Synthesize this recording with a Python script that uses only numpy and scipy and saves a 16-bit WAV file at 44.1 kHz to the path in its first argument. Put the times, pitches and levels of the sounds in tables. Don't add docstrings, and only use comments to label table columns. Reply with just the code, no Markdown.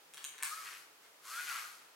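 import sys
import numpy as np
from scipy import signal
from scipy.fft import rfft, irfft
from scipy.io import wavfile
from scipy.ndimage import uniform_filter1d, map_coordinates

SR = 44100
rng = np.random.default_rng(int(sys.argv[2]) if len(sys.argv) > 2 else 0)


def voltage_ratio(level):
    return 10 ** (np.asarray(level, float) / 20)


def inscribe(sig):
    pcm = np.round(np.clip(np.atleast_2d(sig).T, -1, 1) * 32767)
    wavfile.write(sys.argv[1], SR, pcm.astype(np.int16))


N = 85995
OFF_DB = -100


def level(x, db):
    return x * voltage_ratio(db) / np.sqrt(np.mean(x ** 2))


def unit(x):
    return x / np.abs(x).max()


def band(x, hz, width, order=1):
    edges = [max(hz - width / 2, 20), min(hz + width / 2, .48 * SR)]
    return signal.sosfilt(signal.butter(order, edges, "band", fs=SR, output="sos"), x)


def colour(x, table):
    hz = np.arange(N // 2 + 1) * SR / N + 1
    points = np.array(table)
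    gain_db = np.interp(np.log(hz), np.log(points[:, 0]), points[:, 1])
    return irfft(rfft(x) * voltage_ratio(gain_db), N)


def walk(rate):
    hold = int(SR / rate)
    steps = np.repeat(rng.standard_normal(N // hold + 1), hold)
    return 1.3 * uniform_filter1d(uniform_filter1d(steps, hold), hold)[:N]


def spiky_noise(spread_db):
    return rng.standard_normal(N) * voltage_ratio(spread_db * rng.exponential(size=N))


def curve(tables, col, off):
    t = np.arange(N) / SR
    out = np.full(N, float(off))
    for rows in map(np.array, tables):
        inside = (t >= rows[0, 0]) & (t <= rows[-1, 0])
        out[inside] = np.interp(t, rows[:, 0], rows[:, col])[inside]
    return uniform_filter1d(out, 300)


# time in seconds, pitch in Hz, level in dB.
WHINE = [
    [(.47, 1130, -53), (.5, 1194, -56), (.53, 1268, -39), (.553, 1291, -53.5), (.565, 1296, -56),
     (.582, 1303, -45.5), (.615, 1263, -55), (.64, 1094, -64.5), (.67, 982, -61)],
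    [(1.235, 930, -80), (1.265, 1040, -58), (1.31, 1269, -52.5), (1.39, 1435, -42), (1.435, 1480, -53),
     (1.457, 1472, -60), (1.485, 1450, -41.5), (1.53, 1323, -45.5), (1.575, 1078, -59)],
]
# order in cycles per turn, level in dB relative to the whine.
ORDERS_DB = [(9, -23), (11, -18.5), (12, -24), (17, -17.5)]
# time in seconds, fan hiss level in dB, shell rattle and grip drone in dB over the hiss.
RUN = [
    [(.44, -41, -2.5, -12), (.47, -50.5, 1, 1), (.53, -49.5, -7, -5), (.62, -52.5, -1.5, -17),
     (.675, -51.5, 6.5, -1), (.79, -58, -0.5, -10.5), (.835, -62, -4, -15), (.87, -74, -11, 6),
     (.92, -88, -2, 0)],
    [(1.21, -77, 9, 3), (1.25, -53, -5.5, -1), (1.31, -47, -1.5, -1), (1.46, -48, 1, -20),
     (1.5, -45, 3, -8), (1.58, -47, 3, 1.5), (1.65, -52, -1.5, 1), (1.78, -62.5, -1, -7),
     (1.93, -79, 7.5, -3)],
]
# centre in Hz, width in Hz, level in dB.
SHELL = [(1750, 460, 8.5), (2125, 700, 10), (2500, 230, -2.5), (2850, 480, -10.5)]
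# centre in Hz, width in Hz, level in dB.
GRIP = [(1080, 310, -16.5), (1200, 170, -3.5), (1396, 370, 7), (1605, 130, -0.5)]
# frequency in Hz, density in dB per Hz.
FAN = [(1880, -19), (3200, -5), (3770, -4), (4270, -0.5), (7440, -1), (11500, -3), (15800, -12.5),
       (16200, -42), (16500, -48)]


def motor():
    whine_order = 10
    rows = np.vstack(WHINE)
    hz = np.interp(np.arange(N) / SR, rows[:, 0], rows[:, 1]) * (1 + .006 * walk(60.02))
    turn = np.cumsum(hz / whine_order) / SR

    def tone(order):
        return np.sqrt(2) * np.sin(2 * np.pi * (order * turn + rng.random()))

    whine = voltage_ratio(0.5 * walk(36)) * tone(whine_order)
    for order, db in ORDERS_DB:
        whine = whine + voltage_ratio(db + 9.27 * walk(70)) * tone(round(order))

    gate = 0.5 + .8 * np.exp(-(turn % 1) / 0.51)
    grit = spiky_noise(2.73) * gate
    shell = sum(voltage_ratio(db) * band(grit, f, w) for f, w, db in SHELL)
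    shell = level(shell, 0.4) * voltage_ratio(1.2 * walk(29.3))
    grip = sum(voltage_ratio(db) * band(grit, f, w, order=2) for f, w, db in GRIP)
    grip = level(grip, 0) * voltage_ratio(2.5 * walk(39.5))

    fan = level(colour(spiky_noise(1.9) * gate, [(1500, -49)] + FAN), 0)
    fan = fan + .5 * band(fan, 11740, 610) + .5 * band(fan, 4290, 270) + 0.22 * band(fan, 6300, 400)

    whine_gain = voltage_ratio(curve(WHINE, 2, OFF_DB) - 2.0)
    run_gain = voltage_ratio(curve(RUN, 1, OFF_DB) - 3.5)
    body = fan + voltage_ratio(curve(RUN, 2, 0)) * shell + voltage_ratio(curve(RUN, 3, 0)) * grip
    return whine_gain * whine + run_gain * body


# start in seconds, peak in dB, ring in Hz, dull share from 0 to 1.
CLICKS = [(0.1368, -40.5, 2630, 0.26), (0.159, -60, 9800, .1), (0.1721, -39.5, 3140, 0.56),
          (0.2293, -45.5, 5560, 0), (0.2422, -25, 6820, 0.23), (0.279, -52, 7100, 0.6),
          (0.284, -52, 8260, 0), (0.3046, -64, 8650, 0.3), (0.3393, -45, 1920, 0.76),
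          (0.3807, -40.5, 2040, 0.34), (0.4044, -40.5, 1750, 0.86), (0.426, -22.5, 8430, 0.72),
          (0.4454, -41, 7900, 0.9), (0.4678, -33, 7660, 0.35), (0.472, -46, 4670, .1)]


def clicks():
    length = 900
    out, t = np.zeros(N), np.arange(length) / SR

    def ring(hz, fade_s):
        return np.sin(2 * np.pi * hz * t) * np.clip(t / 0.00038, 0, 1) * np.exp(-t / fade_s)

    for s, db, hz, dull in CLICKS:
        push = rng.standard_normal(length) * t * np.exp(-t / .0007)
        dull = np.clip(dull, 0, 1)
        crack = unit(band(push, 7970, 6530, order=2))
        crack = crack + .45 * unit(band(push, 4130, 1860, order=2)) + .4 * unit(band(push, 13400, 5100))
        knock = ring(2254, 0.00083) + 0.29 * ring(1752, 0.0025) + .16 * ring(1181, 0.003)
        click = (1 - dull) * crack + 0.71 * ring(hz, .0007) + dull * knock
        i = int(s * SR)
        out[i:i + length] += voltage_ratio(db) * unit(click)
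    return out


def snap():
    t = np.clip(np.arange(N) / SR - .4326, 0, 1)
    push = rng.standard_normal(N) * t * np.exp(-t / 0.00075)
    return voltage_ratio(-22) * unit(band(push, 9500, 9400, order=2))


# centre in seconds, length in seconds, level in dB.
RUSTLE = [
    (0.194, 0.036, -62),
    (0.33, 0.053, -73),
    (0.417, 0.023, -67),
    (1.046, 0.028, -68.5),
]


def rustle():
    t = np.arange(N) / SR
    swell = sum(voltage_ratio(db) * np.exp(-((t - s) / length) ** 2) for s, length, db in RUSTLE)
    grains = spiky_noise(3.6)
    rub = level(band(grains, 2300, 1470) + 0.21 * band(grains, 5500, 4900), 0)
    return swell * voltage_ratio(1.2 * walk(50)) * rub


FLOOR_S = .0066


def floor_echo(x):
    late = np.r_[np.zeros(round(FLOOR_S * SR)), x][:N]
    return late - .6 * band(late, 2400, 1100) + 1.28 * band(late, 1180, 460)


def tail(db):
    t = np.arange(SR // 2) / SR

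    def fade(t60_s):
        return np.exp(-np.log(1000) * t / t60_s) * np.clip(t / 0.0059, 0, 1)

    noise = rng.standard_normal((2, len(t)))
    low = band(noise, 2140, 4500)
    out = low * fade(0.62) + (noise - low) * fade(.4)
    return out * voltage_ratio(db) / np.sqrt((out ** 2).sum(axis=1, keepdims=True))


# frequency in Hz, density in dB per Hz.
ROOM = [(120, -29), (200, -6), (1000, -5.5), (1100, -6.5), (1230, -5), (1530, -7), (1740, -8.5),
        (4430, -13), (16000, -18.5)]


def room_tone():
    mid, side = rng.standard_normal((2, N))
    shape = [(25, -34), (60, -22.5), (125, -20.5), (190, -19.5), (300, -8.5), (450, -3.5)] + ROOM[1:]
    side_db = [(30, -5), (165, -10.5), (250, -11), (600, -3.5), (3000, 1.5), (14000, -1.0)]
    sign = np.array([[1], [-1]])
    air = colour(mid, shape) + sign * colour(colour(side, shape), side_db)
    hum = band(rng.standard_normal(N), 163, 17, order=2)
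    return level(air, -61.5) + level(hum, -90)


# delay in seconds, level in dB.
ECHOES = [
    (.0132, -11),
    (.0205, -9),
    (.0345, -13),
    (.0435, -13),
    (.048, -13),
]


def scene():
    sway_s, sway_per_s, pan_db = 0.000393, 7, 2.1

    def thin(x):
        return signal.sosfilt(signal.butter(4, 800, "high", fs=SR, output="sos"), x)

    def through(x, response):
        return signal.fftconvolve(x[None], response, axes=1)[:, :N]

    low_down, held = thin(clicks() + rustle()), thin(motor())
    response = tail(0.5)
    response[:, 0] = 1
    wet = through(snap(), response)
    for k, (s, db) in enumerate(ECHOES):
        response[[0, 1], int(s * SR) + np.array([0, 3 * k + 2])] += voltage_ratio(db)
    wet = wet + through(low_down + floor_echo(low_down), response)

    sway = np.array([walk(sway_per_s), walk(sway_per_s)])
    late = np.arange(N) - SR * (FLOOR_S + sway_s * sway)
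    wet = wet + held + voltage_ratio(-10) * map_coordinates(held, [late], mode="nearest")
    places = np.array([walk(sway_per_s) for _ in range(6)])
    places = places / np.sqrt((places ** 2).sum(axis=0))
    wet = wet + sum(through(held * place, tail(-4.5)) for place in places)
    pan = voltage_ratio(np.array([[pan_db], [-pan_db]]) / 2)
    return wet * pan + room_tone()


def band_limit(x):
    return signal.sosfilt(signal.butter(12, 16820, fs=SR, output="sos"), x)


def record(dry):
    mix = signal.sosfilt(signal.ellip(8, .2, 45, 16150, fs=SR, output="sos"), dry)
    return band_limit(mix)


dry = scene()
out = record(dry)
inscribe(out)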